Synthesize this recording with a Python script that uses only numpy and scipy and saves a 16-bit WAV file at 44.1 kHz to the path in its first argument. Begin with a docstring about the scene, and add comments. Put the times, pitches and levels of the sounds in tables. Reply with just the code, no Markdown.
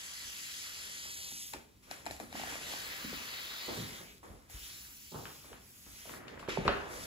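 """A cloth is wiped in long strokes over a stone worktop, close to a hand-held phone in a hard-walled kitchen.
The wipe is noise shaped by cloth, hand and pressure; short scuffs fall around the strokes.
Something small and hollow taps the stone and duller knocks ring the cabinets below: both are decaying
modes, followed by the room's reflections. A cabinet scrape, low rumble and still air lie behind.
The phone's two microphone ports hear the highest treble nearly as one sound, the left port a little late."""
import sys
import numpy as np
from scipy import signal
from scipy.fft import rfft, irfft, next_fast_len
from scipy.io import wavfile
from scipy.ndimage import uniform_filter1d

SR = 44100
rng = np.random.default_rng(int(sys.argv[2]) if len(sys.argv) > 2 else 0)


def store_pcm(level_fs):
    """Save levels as 16-bit WAV."""
    pcm = np.round(np.clip(level_fs, -1, 1) * 32767).astype(np.int16)
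    wavfile.write(sys.argv[1], SR, np.atleast_2d(pcm).T)


N = 311331  # samples
HOP, SIZE = 128, 512  # noise frames, samples
HZ = np.fft.rfftfreq(SIZE, 1 / SR)[:, None]
TIMES = np.arange(N // HOP + 5) * HOP / SR
LONG = next_fast_len(N)
BINS = np.fft.rfftfreq(LONG, 1 / SR)

# Colour of the cloth on stone: (frequency [Hz], level per Hz [dB])
CLOTH_COLOUR = [(150, -15), (400, -11.5), (800, -12), (1400, -2), (2200, 3.5), (4500, 0.5), (6000, 0),
                (9000, -7), (12000, -3.5), (16000, -13.5)]
# One table a stroke: (time [s], pressure level [dB], low mids [dB], low treble [dB], top [dB], left-port lag [ms])
STROKES = [
    [(0.0, -42.5, 1.5, -6.5, -7, 0.22), (0.474, -41.5, -1, -4.5, -2, 0.23), (0.9, -41.5, 1, -6.5, -8, 0.24),
     (1.25, -38.5, -4.5, -9, -8, 0.27), (1.44, -38, -10.5, -10.5, -9, 0.3), (1.52, -43, -11, -12, 3, 0.3)],
    [(2.36, -44, 15, -4.5, 0, 0.24), (2.54, -41, 14.5, -6.5, -4, 0.25), (2.6, -44.5, 14.5, -6.5, -6, 0.24),
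     (2.706, -39, 9.5, -6, -4, 0.23), (2.924, -46.5, 15, -1, 10, 0.23), (3.546, -48.5, 15.5, 0.5, 11, .23),
     (3.784, -43, 13, -5.5, 4, 0.26), (3.986, -48.5, 13.5, -5.5, 4, 0.3), (4.17, -59, 7.5, -6.5, 5, 0.33)],
    [(4.5, -46, 6.5, -13, -1, 0.33), (4.638, -44, -0.5, -6.5, 5, 0.29), (4.916, -47, -2, -10.5, 7, 0.21),
     (5.1, -51.5, -17, 1, 10, 0.23), (5.344, -49.5, -20, -0.5, 7, 0.33), (5.52, -51, 18, -13, -3, 0.32),
     (5.584, -57.5, 5, -5.5, -2, 0.23), (5.68, -52, -1, -12.5, 6, 0.39), (6.094, -45, 0.5, -7, 0, 0.27),
     (6.17, -47, -3, -7.5, -2, 0.24)],
    [(6.92, -43.5, -11, -10.5, -6, 0.27), (7.04, -39.5, -1, -9.5, -11, 0.28),
     (7.06, -42, 8, -13, -2.5, 0.23)],
]
# How fast each stroke swells in: (rise [dB/s]) for each stroke
LANDING_DB_PER_S = [311, 306, 1500, 310]
LIFT_DB_PER_S = 250  # and how fast it dies away
# How far the hand cups the cloth: (depth [dB]) for each stroke
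CUPPING_DB = [4.8, 2.4, 1.3, 3.3]
# Resonances of the air under the hand: (frequency [Hz], width [Hz], share of the cupping [ratio])
HAND_AIR = [(1940, 104, 1.2), (3200, 700, 1.02), (4760, 630, 0.96), (6530, 1070, 0.8), (7830, 440, 0.75),
            (9900, 270, 0.47)]
# Bands of hiss that stand out and glide:
# (start [s], end [s], from [Hz], to [Hz], level [dB], width [octaves])
SWISHES = [(0.203, 1.5, 4850, 3800, 1.5, 0.15), (2.593, 3.188, 4000, 4200, 3.5, 0.19),
           (3.19, 3.997, 4160, 3900, 7, 0.21), (4.06, 4.132, 2800, 3100, 6, .3),
           (4.467, 4.897, 2600, 4700, 3.5, .4)]
# The cloth is set down or shifted: (time [s], level [dB], low mids [dB], low treble [dB], fade [dB/s])
SCUFFS = [(1.535, -44, 15.5, -7, 173), (1.83, -57, 5, -7, 18), (1.875, -59.5, 24, -10, 14),
          (1.911, -42.5, 14.5, -7.5, 118), (2.065, -45.5, 22.5, -9, 200), (2.113, -43, -1, -6.5, 109),
          (2.202, -43.5, 18.5, -16.5, 127), (4.235, -52.5, 23.5, -13.5, 57), (6.281, -63, 17, 7, 134),
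          (6.396, -55, 8, 1, 186), (6.491, -47, 22.5, 5.5, 80), (6.653, -54, 39, -1.5, 27)]
SCUFF_RISE_DB_PER_S, SCUFF_TOP_DB = 2000, -7.5
# How far the hiss comes from one direction: (time [s], share [0-1])
FOCUS = [(0.5, 0.04), (0.9, 0.45), (1.1, 0.95), (1.46, 0.95), (1.56, 0.09), (7.06, 0.23)]
LOW_MIDS_HZ, LOW_TREBLE_HZ, TOP_HZ = 487, 2900, 17300  # centres of the parts of the wipe
FIZZ_HZ, FIZZ_DB, FIZZ_GIVES = 10400, 1.24, 0.04  # the fizz sinks as the low treble grows (dB per dB)

# Taps on the stone: (time [s], level [dB], brightness [dB/octave], nominal main ring [Hz], left over right [dB])
TAPS = [(1.053, -43.5, 0.5, 870, 0), (1.263, -46, 3, 920, 0), (1.317, -45, 1, 830, 2),
        (1.535, -31, 5.5, 790, 7), (1.5375, -32.5, -0.5, 890, 3), (1.545, -40.5, -8.5, 850, -2),
        (1.912, -29, 0.5, 760, 9.5), (1.988, -44, 7, 750, 3), (2.056, -38, 7, 756, 9),
        (2.064, -26, -0.5, 720, 6), (2.0685, -28, -2.5, 744, 0), (2.102, -40, 0, 750, 6),
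        (2.1095, -28, -2.5, 724, 3), (2.165, -41, 2, 746, 3), (2.2, -31.5, 0, 765, 4),
        (2.327, -33, 0, 750, 3), (2.353, -33, -6, 754, 1), (2.397, -30.5, -2.5, 770, 0),
        (2.415, -37, 1, 880, 2), (2.436, -28.5, -1.5, 790, 2), (2.474, -35, -0.5, 680, -5),
        (2.5, -34, 0, 820, -4), (2.523, -37, -10, 865, -2), (2.544, -35, 0, 750, -3),
        (2.555, -30.5, 0.5, 645, -2), (2.613, -42.5, -2, 690, -2), (2.7364, -30.5, -2.5, 780, -7),
        (4.181, -48, 11, 750, 2), (4.23, -45, -5.5, 980, -2), (4.498, -47.5, 0, 740, 0)]
# Nominal modes of the small hollow thing: (frequency [Hz], level [dB], t60 [s])
HOLLOW_MODES = [(300, -24, 0.055), (765, 6.5, 0.01), (1710, -3, 0.0085), (2400, -4, 0.0094),
                (3160, -16, 0.0083), (4000, -5.5, 0.0073), (5340, -8, 0.0059), (7420, -5, 0.0032),
                (12100, -4, 0.00092)]
# Each contact: its first instant against the rough rest, its smooth push, and cycles a mode takes to build up
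TAP_SNAP, TAP_PUSH, TAP_SWELL = 1.75, 1.2, 1.5
KNOCK_SNAP, KNOCK_PUSH, KNOCK_SWELL = 0.9, 0.11, 0.15

# Knocks: (time [s], level [dB], lowest strong mode [Hz], softness corner [Hz], slope between [dB/octave],
#          direct share [dB], ring length [ratio], left over right [dB])
KNOCKS = [(1.055, -54.5, 248, 500, 5, 0, 1.3, 5), (1.322, -54.5, 248, 450, 9, 2, 0.95, 0),
          (1.542, -49, 315, 600, 13, 5, 0.76, 0), (1.556, -45, 389, 606, 10, 1, 1.4, -2),
          (2.201, -42.5, 248, 500, 17, -2, 0.93, 1), (2.342, -40, 248, 450, 30, 0, 0.88, 1),
          (3.044, -37, 236, 1330, 31, 1.5, 1, -1), (3.127, -45.5, 232, 1040, 17, 7.5, 1, 2),
          (3.68, -31, 316, 900, 7, -7, 0.62, -11), (3.688, -31, 500, 1400, 10.5, -4.5, 1, 13),
          (3.775, -34.5, 347, 696, 9, -2, 0.61, 0), (3.781, -50, 107, 300, 13, 8, 0.7, -5),
          (3.798, -37, 167, 500, 7, -1, 0.46, 0), (4.004, -43, 389, 800, 7, -7, 0.74, -8),
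          (4.235, -44.5, 400, 1200, 8, -13, 0.67, -6), (4.538, -47.5, 56.3, 147, 10, 11, 0.97, 2),
          (5.116, -38.5, 199, 905, 5.5, -13, 0.72, -10), (5.143, -29, 400, 1400, 6.5, -10, 0.9, -10),
          (5.152, -45, 125, 300, 18, 6, 0.88, -2), (5.255, -31.5, 300, 3320, 2.5, -2, 0.68, 5),
          (5.443, -45, 186, 1298, 6.5, -5, 1.3, 6), (5.516, -45, 394, 724, 9, -1, 0.75, 0),
          (5.53, -39.5, 690, 3500, 1, 1.5, 0.92, 0), (5.863, -48.5, 260, 1340, 5, -4, 0.53, 0),
          (6.054, -41.5, 550, 4000, 19, -2.5, 1.2, 0), (6.0945, -40.5, 530, 6000, 5, 4, 0.86, 5),
          (6.138, -42, 1050, 2500, 13, 4, 0.75, 1), (6.282, -45.5, 3800, 8000, -3, 7.5, 1.3, 8),
          (6.396, -42.5, 570, 5000, 7, 2.5, 1.4, 2), (6.428, -38.5, 700, 5030, 6.5, -0.5, 0.84, 0),
          (6.478, -38, 785, 4000, 5, 2.5, 0.74, -2), (6.485, -30, 389, 4800, 22, 1.5, 1.33, -8),
          (6.5712, -24.5, 389, 1500, 14.5, 2.5, 2.5, -8), (6.581, -34, 158, 350, 15, 7.5, 0.81, 1),
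          (6.653, -27, 389, 905, 28, 0.5, 4.2, 3), (6.668, -32.5, 389, 810, 23, 5, 2, -3),
          (6.679, -17, 1200, 6000, 5.5, 4, 1.3, 2.5), (6.683, -27.5, 2400, 6500, 8, 7.5, 1.3, 5),
          (6.687, -31, 2600, 6000, 0, -2, 1.5, 2), (6.688, -28.5, 389, 794, 9.5, 6, 6.6, -7.5)]
# Nominal modes of the cabinets below the worktop: (frequency [Hz], level [dB], usual t60 [s])
CABINET_MODES = [(56, 5.5, 0.051), (79.2, -12.5, 0.051), (107, -5, 0.067), (158, -7.5, 0.13),
                 (248, -3, 0.052), (307, -0.5, 0.049), (389, 9.5, 0.013), (570, 13.5, 0.013),
                 (732, 18, 0.0082), (890, 17, 0.014), (1083, 21, 0.0065), (1150, 10, 0.0031),
                 (1286, 18, 0.0032), (1720, 26.5, 0.0024), (1990, 6, 0.0078), (2650, 19.5, 0.0035),
                 (3170, 0, 0.0031), (3730, 8.5, 0.005), (4700, 12.5, 0.0019), (5600, -12, 0.0021),
                 (6910, -4, .002)]
BELOW_DB = 15  # modes under the lowest strong one sink so many dB per octave
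CONTACT_S, CONTACT_AT_HZ, CONTACT_LAW = 0.00082, 1310, 0.45  # contact shortens as the corner rises

# Decay of the hard-walled kitchen: (frequency [Hz], t60 [s])
KITCHEN_DECAY = [(60, 0.71), (250, 0.59), (1000, 0.5), (3000, 0.47), (8000, 0.22), (16000, 0.37)]
TAP_ROOM_DB, KNOCK_ROOM_DB = -8, 1  # share that fills the room

# Something drags in a cabinet: (time [s], level [dB])
SCRAPE_LEVEL = [(6.06, -64), (6.106, -52), (6.23, -52), (6.471, -53)]
# Colour of the drag: (frequency [Hz], level per Hz [dB])
SCRAPE_COLOUR = [(150, 3.5), (400, 6.5), (1000, -2.5), (1450, -1), (1900, -1), (2400, -7.5), (3200, -14),
                 (6000, -41)]
# Low rumble through floor and hand: (time [s], level [dB])
RUMBLE_LEVEL = [(0, -67.5), (1.8, -65.5), (2.4, -57.5), (3.3, -64.5), (4.0, -63), (5.0, -64), (5.75, -65),
                (6.15, -64), (7.06, -52.5)]
# Colour of the rumble: (frequency [Hz], level per Hz [dB])
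RUMBLE_COLOUR = [(12, -29), (20, -1.5), (42, -3.5), (64, -1), (92, -3.5), (145, -9), (245, -9), (400, -18),
                 (520, -59), (880, -120)]
# The rumble swells as weight shifts on the floor: (peak time [s], level [dB])
THUDS = [(0.25, -58), (1.551, -56), (2.1, -52), (2.37, -78), (3.13, -50), (3.79, -48), (4.302, -48),
         (4.55, -60), (5.15, -54), (5.51, -51.5), (5.88, -57), (6.495, -46), (6.59, -42), (6.682, -32.5)]
THUD_RISE_DB_PER_S, THUD_FALL_DB_PER_S = 598, 181
# Colour of the still room: (frequency [Hz], level per Hz [dB])
AIR_COLOUR = [(20, -32), (60, -19), (120, -10), (300, -21), (1000, -25.5), (4000, -26), (16000, -31.5)]
AIR_DB = -65

# Likeness of the noise at the two ports: (frequency [Hz], likeness [0-1])
PORT_LIKENESS = [(60, 1), (150, 0.99), (300, 0.18), (1000, 0.073), (2000, 0.36), (3000, 0.19), (4000, 1),
                 (5000, 0.15), (6000, 0.02), (7000, 0.95), (9000, 1)]
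# Balance of the two ports: (frequency [Hz], left over right [dB])
PORT_BALANCE = [(60, 0), (150, 0.5), (380, -1), (950, -1), (2380, 2.5), (5980, 0), (15000, -0.5)]
TREBLE_LAG_MS, TREBLE_HZ = 0.2768, 5640  # left-port lag in the treble, and where the treble begins
TAP_LAG_MS, BLOW_LAG_MS = 0.22, 0.077  # left-port lag below it: for the taps, and for the rest, which comes nearly from ahead
EDGE_HZ = 15800  # upper band limit


def cloth():
    """Countless fibres slip on the stone: long strokes under a cupped hand, and short scuffs."""
    s, *columns = np.concatenate(STROKES).T
    *levels_db, lag_ms = (np.interp(TIMES, s, column) for column in columns)
    power = colour(*levels_db) * gain_of(stroke_ends_db() + cupped_hand_db(s) + swishes_db()) ** 2
    power = power + scuffs()
    level_db = unit(CLOTH_COLOUR) + 10 * np.log10(power + 1e-20) + unevenness_db()
    focus = np.interp(TIMES, *np.transpose(FOCUS))
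    return noise(level_db, lag_of(HZ, lag_ms), focus)


def colour(pressure_db, low_mids_db, low_treble_db, top_db):
    """Power of the wipe over frequency and time: broad bells and a narrow fizz around the pressure level."""
    db = pressure_db + low_mids_db * near(LOW_MIDS_HZ, 1.575)
    db = db + low_treble_db * near(LOW_TREBLE_HZ, 1.0)
    db = db + top_db * near(TOP_HZ, 0.34)
    fizz_db = FIZZ_DB - FIZZ_GIVES * low_treble_db
    return gain_of(db + fizz_db * near(FIZZ_HZ, 0.043)) ** 2


def stroke_ends_db():
    """Each stroke swells in as the cloth lands and dies away as it lifts."""
    ends_db = [slopes(TIMES, rows[0][0], rows[-1][0], land_db, LIFT_DB_PER_S)
               for rows, land_db in zip(STROKES, LANDING_DB_PER_S)]
    return np.max(ends_db, axis=0)


def cupped_hand_db(s):
    """Air trapped under the hand resonates, as deep as the hand cups the cloth."""
    depth_db = np.repeat(CUPPING_DB, [len(rows) for rows in STROKES])
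    resonance = sum(share / (1 + (2 * (HZ - hz) / width_hz) ** 2) for hz, width_hz, share in HAND_AIR)
    return np.interp(TIMES, s, depth_db) * resonance


def swishes_db():
    """A band of the hiss rises, glides in frequency and sinks again."""
    total_db = 0
    for start, end, from_hz, to_hz, db, octaves in SWISHES:
        u = np.clip((TIMES - start) / (end - start), 0, 1)
        arch = np.sqrt(abs(np.sin(np.pi * u)))
        total_db = total_db + db * arch * near(from_hz + (to_hz - from_hz) * u, octaves)
    return total_db


def scuffs():
    """Power of brief slips of the cloth, each with a quick rise and its own fade."""
    power = 0
    for s, db, low_mids_db, low_treble_db, fade_db in SCUFFS:
        envelope = gain_of(slopes(TIMES, s, s, SCUFF_RISE_DB_PER_S, fade_db))
        power = power + colour(db, low_mids_db, low_treble_db, SCUFF_TOP_DB) * envelope ** 2
    return power


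def unevenness_db():
    """The hiss varies in slower patches of frequency and time and in a quick, broad flicker."""
    patches, flicker = rng.standard_normal((len(TIMES), len(HZ), 2)).T
    patches = uniform_filter1d(uniform_filter1d(patches, size=6, axis=0), size=20, axis=1)
    flicker = uniform_filter1d(uniform_filter1d(flicker, size=90, axis=0), size=3, axis=1)
    return 1.44 * evened(patches) + 0.67 * evened(flicker)


def taps():
    """A small hollow thing rings as it meets the stone; the grip shifts its main ring."""
    direct, around = np.zeros((2, N)), np.zeros(N)
    hz = np.transpose(HOLLOW_MODES)[0]
    octaves = np.log2(hz / hz[1])
    jolts = rng.standard_normal((len(TAPS), 2000))
    for (s, db, bright_db, pitch_hz, pan_db), jolt in zip(TAPS, jolts):
        modes = np.array(HOLLOW_MODES)
        modes[1, 0] = pitch_hz
        sound, ring = strike(modes, bright_db * octaves, EDGE_HZ, 0.00038, TAP_SNAP, TAP_PUSH, TAP_SWELL, jolt)
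        place(direct, s, gain_of(db) * sound, pan_db)
        add(around, s, gain_of(db + TAP_ROOM_DB) * ring)
    return direct, around


def knocks():
    """Each blow favours cabinet modes from its lowest one to a corner; softer contact lowers the corner."""
    direct, around = np.zeros((2, N)), np.zeros(N)
    hz = np.transpose(CABINET_MODES)[0]
    jolts = rng.standard_normal((len(KNOCKS), 2000))
    for row, jolt in zip(KNOCKS, jolts):
        s, db, low_hz, corner_hz, slope_db, direct_db, length, pan_db = row
        octaves = np.log2(hz / low_hz)
        tilt_db = np.where(octaves > 0, -slope_db * octaves, BELOW_DB * octaves)
        modes = np.array(CABINET_MODES)
        length = max(length, .2)
        modes[:, 2] *= np.where(octaves > -.1, length, min(length, 1))  # lower modes never lengthen
        contact_s = CONTACT_S * (CONTACT_AT_HZ / corner_hz) ** CONTACT_LAW
        sound, ring = strike(modes, tilt_db, corner_hz, contact_s, KNOCK_SNAP, KNOCK_PUSH, KNOCK_SWELL, jolt)
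        place(direct, s, gain_of(db + direct_db) * sound, pan_db)
        add(around, s, gain_of(db + KNOCK_ROOM_DB) * ring)
    return direct, around


def strike(modes, tilt_db, corner_hz, contact_s, snap, soft, swell, jolt):
    """A rough contact rings detuned modes; gives the near sound and the plain ring that fills the room."""
    t = np.arange(SR // 8) / SR
    hz, db, t60 = np.transpose(modes)[:, :, None]
    hz = hz * (1 + .02 * jolt[-len(hz):, None])
    sign = (-1) ** np.arange(len(hz))[:, None]  # neighbouring modes swing in opposite senses
    decay = gain_of(db + tilt_db[:, None] - 60 * t / t60)
    build_up = 1 - np.exp(-hz * t / swell)
    ring = (sign * decay * build_up * np.sin(2 * np.pi * hz * t)).sum(0)
    ring = signal.sosfilt(signal.butter(4, corner_hz, fs=SR, output="sos"), ring)
    u = t[:len(jolt)] / max(contact_s, 1e-4)
    push = np.minimum(4 * u, 1) * np.exp(-u)
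    rough = push * (jolt - np.sum(push * jolt) / np.sum(push))  # roughness adds no net push
    contact = rough / np.linalg.norm(rough) + snap * (u == 0) + soft * push / np.sum(push)
    sound = signal.fftconvolve(ring, contact)
    sound = sound / abs(sound).max()
    return sound, ring * np.linalg.norm(sound) / np.linalg.norm(ring)


def kitchen(x):
    """Dense reflections, each band dying at its own speed; three noise tails fade into one another steadily."""
    turn = 2 * np.pi * 3.7 * np.arange(N) / SR  # so successive blows get different reflections
    t = TIMES[:SR // 2 // HOP]
    decay_db = -60 * t / read(KITCHEN_DECAY, HZ) - 200 * (t < .004)  # reflections start after a gap
    out = 0
    for k in range(3):
        tail = noise(decay_db, lag_of(HZ, BLOW_LAG_MS))
        share = np.sqrt(2 / 3) * np.cos(turn + k * np.pi / 3)
        out = out + signal.fftconvolve((share * x)[None], tail / np.linalg.norm(tail[0]), axes=1)[:, :N]
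    return out


def scrape():
    """Uneven slips in a cabinet: a dull hiss broken into grains a few milliseconds long."""
    s, db = np.transpose(SCRAPE_LEVEL)
    grains_db = 3 + 1.8 * rng.standard_normal(len(TIMES))
    level_db = np.interp(TIMES, s, db, left=-140, right=-140)
    return noise(unit(SCRAPE_COLOUR) + level_db + grains_db, lag_of(HZ, BLOW_LAG_MS))


def rumble():
    """Lumpy bass through floor and hand, near alike at both ports, swells with shifts of weight."""
    power = gain_of(np.interp(TIMES, *np.transpose(RUMBLE_LEVEL))) ** 2
    for s, db in THUDS:
        power = power + gain_of(db + slopes(TIMES, s, s, THUD_RISE_DB_PER_S, THUD_FALL_DB_PER_S)) ** 2
    spectrum = rfft(rng.standard_normal((2, LONG))) * gain_of(read(RUMBLE_COLOUR, BINS))
    bass = irfft(spectrum, LONG)[:, :N]
    envelope = np.interp(np.arange(N) / SR, TIMES, np.sqrt(power))
    return evened(bass + 1.8 * bass.mean(0)) * envelope


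def room_air():
    """The still air of the room is a faint steady noise."""
    return noise(unit(AIR_COLOUR) + AIR_DB + 0 * TIMES, TREBLE_LAG_MS)


def noise(db, lag_ms, focus=0):
    """Noise at both ports from a dB field over frequency and time; the left port lags."""
    a, b, c, d = rng.standard_normal((db.shape[1], len(HZ), 4)).T
    right, other = a + 1j * b, c + 1j * d
    same = np.clip(1 - (1 - read(PORT_LIKENESS, HZ)) * (1 - focus), 0, 1)
    late = np.exp(-2j * np.pi * HZ * lag_ms / 1000)
    left = same * right * late + np.sqrt(1 - same ** 2) * other
    field = np.array([left, right]) * gain_of(db)
    return signal.istft(field, nperseg=SIZE, noverlap=SIZE - HOP)[1][:, :N]


def lag_of(hz, low_ms):
    """Direction sets the lag of the left port below the treble only."""
    low = 1 / (1 + (hz / TREBLE_HZ) ** 12)
    return low * low_ms + (1 - low) * TREBLE_LAG_MS


def at_ports(x, low_ms):
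    """A direct sound reaches the left port late."""
    late = np.exp(-2j * np.pi * BINS * lag_of(BINS, low_ms) / 1000)
    return np.array([irfft(rfft(x[0], LONG) * late, LONG)[:N], x[1]])


def place(mix, s, sound, pan_db):
    """Mixes a sound into both ports, with a level difference between them."""
    add(mix[0], s, gain_of(pan_db / 2) * sound)
    add(mix[1], s, gain_of(-pan_db / 2) * sound)


def add(mix, s, sound):
    """Mixes a sound in at a time."""
    part = mix[round(s * SR):][:len(sound)]
    part += sound[:len(part)]


def slopes(t, first_s, last_s, rise_db, fall_db):
    """Zero dB between two times, sinking by so many dB a second before and after."""
    return -rise_db * np.maximum(first_s - t, 0) - fall_db * np.maximum(t - last_s, 0)


def near(centre_hz, octaves):
    """A bell around a frequency."""
    return np.exp(-.5 * (np.log2((HZ + 1) / centre_hz) / octaves) ** 2)


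def unit(points):
    """A spectrum in dB, shifted so that noise with it has rms near 1."""
    db = read(points, HZ)
    return db - 10 * np.log10(np.sum(gain_of(db) ** 2))


def read(points, hz):
    """Reads a spectrum on a log-frequency axis."""
    f, value = np.transpose(points)
    return np.interp(np.log(hz + 1), np.log(f + 1), value)


def evened(x):
    """Scales to rms 1."""
    return x / np.sqrt(np.mean(x ** 2) + 1e-20)


def gain_of(db):
    """Decibels to gain."""
    return 10 ** (np.asarray(db) / 20)


def scene():
    """The cloth close by, blows in the kitchen, then scrape, rumble and air behind."""
    tap, tap_ring = taps()
    knock, knock_ring = knocks()
    blows = at_ports(tap, TAP_LAG_MS) + at_ports(knock, BLOW_LAG_MS)
    reflections = kitchen(tap_ring + knock_ring)
    return cloth() + blows + reflections + scrape() + rumble() + room_air()


def record(dry):
    """The ports differ a little in colour and lose the deepest bass; then the band limit."""
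    tilt_db = read(PORT_BALANCE, BINS) / 2
    ports = irfft(rfft(dry, LONG) * gain_of([tilt_db, -tilt_db]), LONG)[:, :N]
    bass_hz = 42
    ports = signal.sosfilt(signal.butter(4, bass_hz, "high", fs=SR, output="sos"), ports)
    band_limit = signal.firwin(511, EDGE_HZ, window=("kaiser", 9), fs=SR)
    return signal.oaconvolve(ports, band_limit[None], "same")


dry = scene()
out = record(dry)
store_pcm(out)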